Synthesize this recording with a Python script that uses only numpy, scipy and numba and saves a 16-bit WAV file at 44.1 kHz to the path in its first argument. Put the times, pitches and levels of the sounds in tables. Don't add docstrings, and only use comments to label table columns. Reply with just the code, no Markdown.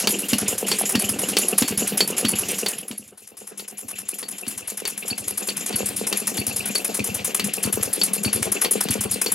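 import sys
import numpy as np
from scipy import signal
from scipy.fft import rfft, irfft, next_fast_len
from scipy.io import wavfile
from scipy.ndimage import uniform_filter1d
from numba import njit

SR = 44100
rng = np.random.default_rng(int(sys.argv[2]) if len(sys.argv) > 2 else 0)


def master(y):
    cut = np.clip(np.atleast_2d(y).T, -1, 1)
    pcm = np.round(cut * 32767)
    wavfile.write(sys.argv[1], SR, pcm.astype(np.int16))


def to_linear_factor(level_db):
    exponent = np.asarray(level_db, float) / 20
    return 10 ** exponent


N = 411894
T = np.arange(N) / SR
CUT_S = 3.15


@njit
def svf(x, hz, width):
    y, band, low = np.empty(len(x)), 0., 0.
    g, k = np.tan(np.pi * hz / SR), width / hz
    for i in range(len(x)):
        v = (band + g * (x[i] - low)) / (1 + g * (g + k))
        band, low, y[i] = 2 * v - band, low + 2 * g * v, k * v
    return y


def unit(x):
    return x / np.sqrt(np.mean(x ** 2))


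def walk(rate):
    hold = int(SR / rate)
    steps = np.repeat(rng.standard_normal(N // hold + 1), hold)
    return 1.95 * uniform_filter1d(uniform_filter1d(steps, hold), hold)[:N]


def body(x, modes, flicker_db=0):
    out = np.zeros(N)
    for k, (hz, width_hz, db) in enumerate(modes):
        level = to_linear_factor(db + flicker_db * walk(60))
        once = svf(x, 1. * hz, 1.84 * width_hz)
        out += (-1) ** k * level * svf(once, 1. * hz, 1.84 * width_hz)
    return out


def add(out, s, x):
    i = int(s * SR)
    part = x[max(-i, 0):max(N - i, 0)]
    out[max(i, 0):max(i, 0) + len(part)] += part


def ring(hz, t60, rise_s):
    t = T[:int(t60 * SR)]
    decay = np.exp(-np.log(1000) * t / t60)
    return np.minimum(t / rise_s, 1) * decay * np.sin(2 * np.pi * hz * t)


def bump(t, mid_s, width_s):
    return np.exp(-.5 * ((t - mid_s) / width_s) ** 2)


# start_s, level_db, bench_left_minus_right_db, fast_nearness_db, second_nearness_db
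LEVELS = [
    (0.0, -26.5, 0.5, -1.5, 6),
    (1.3, -26, 1, 0, 1.5),
    (2.39, -25.5, 0.5, -1, 0.5),
    (2.68, -28, 1, -2.5, -4.5),
    (3.09, -51, 1.5, 1.5, 1.5),
    (3.56, -43.5, -2, 4.5, 5),
    (5.38, -33.5, -3.5, 2.5, 2),
    (5.7, -29, -1, -0.5, -2),
    (7.7, -29, 6, 1, -3.5),
    (9.34, -28.5, 6, 2, -6),
]


def control(s, axis):
    columns = np.transpose(LEVELS)
    return np.interp(s, columns[0], columns[axis])


# start_s, speed_rpm
FAST_SPEED = [(.41, 615.69), (.84, 562.65), (1, 613.36), (1.86, 612.61), (2.14, 567.29), (2.43, 604.62),
              (3.35, 614.8), (3.5, 575.58), (4.64, 621.58), (4.88, 580.74), (5.65, 638), (5.93, 564.08),
              (6.64, 644.42), (7.19, 581.8), (7.52, 649.2), (7.9, 573.71), (8.48, 642.21), (9.11, 578.03)]


def fast_speed():
    return np.interp(T, *np.transpose(FAST_SPEED))


START_TURN = .09
RPM = fast_speed()
ANGLE = START_TURN + np.cumsum(RPM) / 60 / SR
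TURN = ANGLE % 1
PORT_S = np.r_[-START_TURN * 60 / RPM[0], T[1:][np.diff(ANGLE // 1) > 0]]


def effort(s):
    smooth_s, slowing_rpm_per_s, slow_rpm = 0.4, 110, 45
    slowing = -uniform_filter1d(np.gradient(RPM) * SR, int(smooth_s * SR)) / slowing_rpm_per_s
    return np.tanh(np.interp(s, T, slowing + (RPM.mean() - RPM) / slow_rpm))


def puffs():
    open_db, close_db, scatter_db = 14, 0.5, 1.0
    facing_db = -2.5 * (PORT_S < CUT_S)
    db = control(PORT_S, axis=1) + control(PORT_S, axis=3)
    chance = scatter_db * rng.standard_normal((len(PORT_S), 2)).T
    return np.transpose([PORT_S, db + open_db + chance[0], db + close_db + facing_db + chance[1]])


# pitch_hz, width_hz, level_db
FAST_PIPE = [(10964, 820, 12.5), (10430, 3380, 3), (6970, 1950, -6.5), (5010, 470, -8),
             (13800, 4900, -58.5), (1370, 2550, -9)]


def fast_exhaust():
    shut_jitter_s = .001
    flow, t = np.zeros(N), T[:int(.1 * SR)]
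    chance = rng.standard_normal((len(PORT_S), 2))
    for (s, open_db, close_db), c in zip(puffs(), chance):
        opens = 1 / (1 + np.exp(-(t - .002) / (0.0011 * to_linear_factor(1.0 * c[0]))))
        shuts = 1 / (1 + np.exp((t - .039 - shut_jitter_s * c[1]) / 0.00079))
        spit = to_linear_factor(open_db - 5.0) * np.exp(-np.maximum(t - .006, 0) / 0.0067)
        hiss = to_linear_factor(close_db - 3.5) * (1 + 1.09 * bump(t, 0.0346, 0.0037))
        drain = to_linear_factor(close_db - 41) * np.exp(-np.maximum(t - .04, 0) / 0.079)
        add(flow, s, opens * (shuts * (spit + hiss) + (1 - shuts) * drain))
    rough = to_linear_factor(1.47 * walk(400))
    return flow * rough * unit(body(rng.standard_normal(N), FAST_PIPE, flicker_db=1.8))


# pitch_hz, level_db (per Hz)
LEAK_COLOUR = [(21, -55), (35, -18), (136, -20), (200, 5), (325, -7), (454, -6), (930, -15), (1720, -13.5),
               (2590, -26), (4110, -10.5), (9100, -9.5), (10600, 4), (16000, -32.5)]


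def leaks():
    lull_db = 13
    out, (hzs, dbs) = 0, np.transpose(LEAK_COLOUR)
    for hz in 35 * 2 ** np.arange(0, 8.8, .5):
        lull = lull_db * TURN ** 3 * min(hz / 3000, 1)
        db = np.interp(np.log(hz), np.log(hzs), dbs) + 3.93 * walk(25) - lull
        once = svf(rng.standard_normal(N), hz, hz / 2)
        out = out + to_linear_factor(db) * svf(once, hz, hz / 2)
    return unit(out)


# start_s, peak_db, pitch_hz
STRAY_SQUEAKS = [(0.947, -20, 2770), (.645, -26, 2900), (1.0827, -28, 3100), (1.2351, -24, 2860),
                 (2.162, -31, 2990), (2.2467, -21, 3080), (6.1624, -33, 2440), (6.6907, -34, 2450),
                 (6.8486, -28, 2470), (6.998, -23.5, 2510), (7.195, -35, 2380), (9.2279, -31, 2540)]
# start_s, peak_db
HARD_CATCHES = [(0.038, -21.5), (.139, -18), (0.333, -18), (1.04, -19.5), (1.431, -26), (1.53, -23),
                (1.823, -32), (2.334, -22.5), (3.931, -33.5), (4.132, -35.5), (4.43, -35.5), (4.924, -34),
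                (5.026, -36), (5.125, -28.5), (6.418, -28), (6.603, -22.5), (6.797, -29), (7.097, -26.5),
                (7.297, -26), (7.49, -29), (7.393, -25.5), (8.18, -24.5), (8.278, -33), (8.473, -27.5),
                (8.564, -30), (8.858, -33.5), (9.165, -39)]


def squeaks(floor_db):
    squeak_db, labour_db, scatter_db = -4.5, -3.5, 1.5
    out, t = np.zeros(N), T[:int(.05 * SR)]
    chirps = [(s - .006, db, hz) for s, db, hz in STRAY_SQUEAKS]
    chirps += [(s - .006, db, 2780 if s < CUT_S else 2640) for s, db in HARD_CATCHES]
    catch_db = control(PORT_S, axis=1) + squeak_db + labour_db * effort(PORT_S)
    catch_db = catch_db + scatter_db * rng.standard_normal(len(PORT_S))
    for s, after, db in zip(PORT_S, PORT_S[1:], catch_db):
        chirps.append((s + .535 * (after - s) - .012, db, 2780 if s < CUT_S else 2640))
    for s, db, hz in chirps:
        swell = bump(t, .012, 0.0039) + 0.19 * bump(t, 0.014, 0.012)
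        rising = np.sin(2 * np.pi * hz * (.95 * t + 2.18 * t ** 2))
        add(out, s, to_linear_factor(db - 4.5) * swell * rising)
    flutter_db = 3 * walk(70)
    scrape = unit(body(rng.standard_normal(N), [(2630, 1020, 0)]))
    return out * (1 + 0.69 * walk(700)) + to_linear_factor(floor_db - 15.0 + flutter_db) * scrape


# start_s, peak_db, pitch_hz
STRAY_KNOCKS = [(0.155, -19.5, 380), (.223, -26, 466), (0.812, -15, 716), (1.126, -29, 444),
                (1.091, -21.5, 218), (1.447, -21, 420), (1.777, -22, 199), (1.821, -20, 196),
                (2.518, -25.5, 515), (1.92, -27, 423), (2.102, -19, 415), (3.845, -35, 240),
                (5.279, -31, 468), (5.309, -31, 380), (7.279, -24.5, 484), (7.464, -28, 414),
                (7.674, -17, 202), (8.109, -26, 205), (8.165, -25, 460), (8.361, -24, 390),
                (8.396, -23, 225), (8.456, -22.5, 456), (8.553, -22, 445), (8.646, -18.5, 463),
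                (8.52, -31, 297), (8.713, -23.5, 414), (8.755, -17.5, 430), (8.855, -21, 208),
                (8.954, -21, 436), (9.01, -26, 205)]


def blows():
    knock_turn = .485
    pin_hz, pin_db, pin_labour_db = 450, 2, 6.5
    base_hz, base_db = 205, -1.5
    land_hz, land_db, rebound_s, rebound_db = 235, -1.5, .088, -11
    s = PORT_S[:-1] + knock_turn * np.diff(PORT_S)
    chance, db = rng.standard_normal((len(s), 4)).T, control(s, axis=1)
    pin_level_db = db + pin_db + pin_labour_db * effort(s) + 4.0 * chance[0]
    rows = list(zip(s, pin_level_db, pin_hz * (1 + .03 * chance[1])))
    rows += zip(s + 0.0022, db + base_db + 3.0 * chance[2], base_hz * (1 + .02 * chance[3]))
    for s, db, *_ in SLOW_CLACKS:
        lands = [land for land, _ in BASE_THUMPS if abs(land - s) < .02]
        if lands:
            rows.append((lands[0] - .0003, db + land_db, land_hz))
            rows.append((lands[0] + rebound_s, db + rebound_db, 0.92 * land_hz))
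        else:
            rows.append((s - .002, db - 11, 405))
    return rows + STRAY_KNOCKS


# pitch_hz, width_hz, level_db
BENCH_WOOD = [(202, 27, -2.5), (218.3, 31, -5.5), (323, 47, -16), (368, 26.5, -5), (460, 89, -6),
              (733, 72, -10), (1160, 490, -22.5)]


def knocks(floor_db):
    out = np.zeros(N)
    for s, db, hz in blows():
        add(out, s, to_linear_factor(db + 4.0) * ring(hz, 11 / hz, 0.26 / hz))
        add(out, s + .025, to_linear_factor(db - 4) * ring(hz, 11 / hz, 0.21 / hz))
        add(out, s + 0.0027, to_linear_factor(db - 8.5) * ring(BENCH_WOOD[0][0], 0.13, 0.0083))
    stroke = 0.3 + bump(TURN, 0.515, 0.061) + 0.4 * bump(TURN, 0.748, 0.021)
    hum = to_linear_factor(floor_db - 9 + 3.34 * walk(45)) * stroke
    bench = unit(body(rng.standard_normal(N), BENCH_WOOD)) * hum
    return signal.sosfilt(signal.butter(4, 165, "high", fs=SR, output="sos"), out + bench)


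# start_s, crack_db, flywheel_ring_db, ring_t60_s
SLOW_CLACKS = [(0.0732, -4.5, -18.5, 0.038), (0.3337, -8.5, -48, 0.23), (0.7166, -7.5, -15, 0.033),
               (0.9542, -8.5, -41.5, 0.34), (1.3691, -3.5, -29.5, 0.11), (1.6229, -9, -45, 0.68),
               (2.0067, -5.5, -15, 0.085), (2.251, -11.5, -33, 0.23), (2.6627, -10.5, -16.5, 0.035),
               (2.9133, -23, -52, 0.19), (3.597, -25, -34, 0.038), (4.229, -23.5, -47, 0.15),
               (4.4676, -25.5, -49, 0.094), (4.854, -16, -32, 0.064), (5.1025, -23.5, -43.5, 0.14),
               (5.4874, -14.5, -28.5, 0.062), (5.728, -23, -47, 0.35), (6.1275, -10.5, -42, 0.096),
               (6.3773, -18.5, -40.5, 0.15), (6.7548, -13.5, -25.5, 0.063), (6.995, -19.5, -59, 0.12),
               (7.3973, -11, -41, 0.1), (7.64, -19.5, -32.5, 0.072), (8.015, -12.5, -13.5, 0.045),
               (8.248, -14.5, -40, 0.23), (8.649, -11, -19.5, 0.052), (8.8874, -17.5, -34, 0.066),
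               (9.2625, -13.5, -28.5, 0.077)]
# pitch_hz, level_db, share_of_t60
FLYWHEEL_NOTES = [(4492, 4.5, 0.87), (4280, -11, 0.69), (5250, -10, 0.44), (7500, -9, 0.52),
                  (10900, -11, 0.47), (2900, -73, .5)]


def clacks():
    out, crack, t = np.zeros(N), np.zeros(N), T[:4000]
    snap = 0.5 * np.exp(-t / 0.00013) + np.exp(-t / 0.0051) + 0.34 * np.exp(-t / 0.017)
    for s, db, ring_db, t60 in SLOW_CLACKS:
        add(crack, s - .001, to_linear_factor(db) * snap)
        add(out, s, to_linear_factor(db - 30) * ring(90, 0.067, 0.01))
        for hz, mode_db, share in FLYWHEEL_NOTES:
            add(out, s, to_linear_factor(ring_db + mode_db + 9.0) * ring(hz, share * t60, 0.0063))
    noise = rng.standard_normal(N)
    colour = svf(noise, 3030.0, 3240.0) + .5 * svf(noise, 930.0, 650.0) + 0.083 * svf(noise, 9400.0, 3300.0)
    return out * to_linear_factor(2.7 * walk(200)) + to_linear_factor(-8.0) * crack * unit(colour)


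# first_exhaust_s, end_s, speed_rpm
SECOND_ENGINE = [
    (.105, 2.95, 320),
    (3.038, 9.34, 326.9),
]


def breaths():
    s = np.concatenate([np.arange(start, end, 60 / rpm) for start, end, rpm in SECOND_ENGINE])
    scatter_db = 0.85 * rng.standard_normal(len(s))
    return zip(s, control(s, axis=1) + control(s, axis=4) + scatter_db)


# pitch_hz, width_hz, level_db
SECOND_PIPE = [(7090, 670, 10), (11130, 1400, 7), (2770, 1030, 1.5), (5190, 520, -3.5), (14500, 3800, -40)]


def second_exhaust():
    flow, t = np.zeros(N), T[:int(.12 * SR)]
    fall = np.exp(-t / 0.013) + 0.39 * np.exp(-t / 0.27)
    sigh = np.minimum(t / 0.0062, 1) * fall / (1 + np.exp((t - .075) / 0.0089))
    for s, db in breaths():
        add(flow, s - .003, to_linear_factor(db + 1.0) * sigh)
        add(flow, s + 0.0945, to_linear_factor(db - 11) * sigh)
    return flow * unit(body(rng.standard_normal(N), SECOND_PIPE, flicker_db=1.8))


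# start_s, peak_db
BASE_THUMPS = [(0.329, -15.5), (0.951, -13.5), (1.618, -16.5), (2.246, -15), (2.906, -33), (3.232, -42),
               (3.847, -31.5), (4.472, -27), (5.112, -21), (5.74, -17.5), (6.386, -13.5), (6.999, -12),
               (7.651, -11.5), (8.258, -9.5), (8.898, -10.5)]
# delay_s, level_db
BASE_BOUNCES = [
    (0, -2.5),
    (.09, -5),
    (.15, -7.5),
    (.2, -11),
    (.235, -16.5),
]


def thumps():
    out = np.zeros(N)
    chance = rng.standard_normal((len(BASE_THUMPS), len(BASE_BOUNCES), 2))
    for (s, db), row in zip(BASE_THUMPS, chance):
        for (delay, bounce_db), c in zip(BASE_BOUNCES, row):
            size = to_linear_factor(db + 4.5 + bounce_db + 1.1 * c[0] - 6.0)
            add(out, s + delay, size * ring(110.5, 0.059, 0.0092))
            jog = size * to_linear_factor(-24 + 3.2 * c[1] - 20 * delay)
            jog_hz = FLYWHEEL_NOTES[0][0] * (1 - 0.0116 * abs(c[0]))
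            add(out, s + delay, jog * ring(jog_hz, 0.34, 0.0054))
    return out


def echoes(t60, start_s, count):
    t = T[:int(t60 * SR)]
    tail = rng.standard_normal((count, len(t))) * np.exp(-np.log(1000) * t / t60) * (t >= start_s)
    return tail / np.sqrt(np.sum(tail ** 2, axis=1, keepdims=True))


def shape(x, points):
    hz, db = np.transpose(points)
    size = next_fast_len(N, True)
    bins = np.arange(size // 2 + 1) * SR / size + 1
    gain = to_linear_factor(np.interp(np.log(bins), np.log(hz), db))
    quarter_turn = 1j * np.tanh((1800 - bins) / 150)
    return irfft(rfft(x, size) * gain * quarter_turn, size)[:N]


# pitch_hz, level_db
FACING_WIDTH = [(60, -9), (200, -26), (1300, -37), (4400, -16.5), (15000, -15.5)]
# pitch_hz, level_db
ALONG_WIDTH = [(60, -19), (200, -10), (380, -4.5), (1300, 0), (2400, -2), (8000, -9), (15000, -18)]


def scene():
    floor_db, pan_db = control(T, axis=1), control(T, axis=2)
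    bench, base = knocks(floor_db), thumps()
    air = fast_exhaust() + second_exhaust() + squeaks(floor_db) + clacks()
    air = air + to_linear_factor(floor_db - 7.5) * leaks()
    dry = air + bench + base
    shop = echoes(0.095, 0.009, count=2)
    wet, other = signal.fftconvolve(dry[None], shop, axes=1)[:, :N]
    skew = 0.78 * dry + 0.32 * other
    along = T > CUT_S
    lean = np.tanh(pan_db / 17) * bench + along * (0.2 * air - 0.15 * base)
    side = lean + np.where(along, shape(skew, ALONG_WIDTH), shape(skew, FACING_WIDTH))
    mid = dry + to_linear_factor(-12.5) * wet
    return np.array([mid + side, mid - side])


def low_pass(x):
    return signal.sosfilt(signal.butter(12, 16990, fs=SR, output="sos"), x)


def record(dry):
    x = signal.sosfilt(signal.butter(4, 60, "high", fs=SR, output="sos"), dry)
    rounded = np.tanh(1.104 * x) / 1.079
    x = signal.sosfilt(signal.ellip(8, .5, 60, 15900, fs=SR, output="sos"), rounded)
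    return low_pass(x)


dry = scene()
out = record(dry)
master(out)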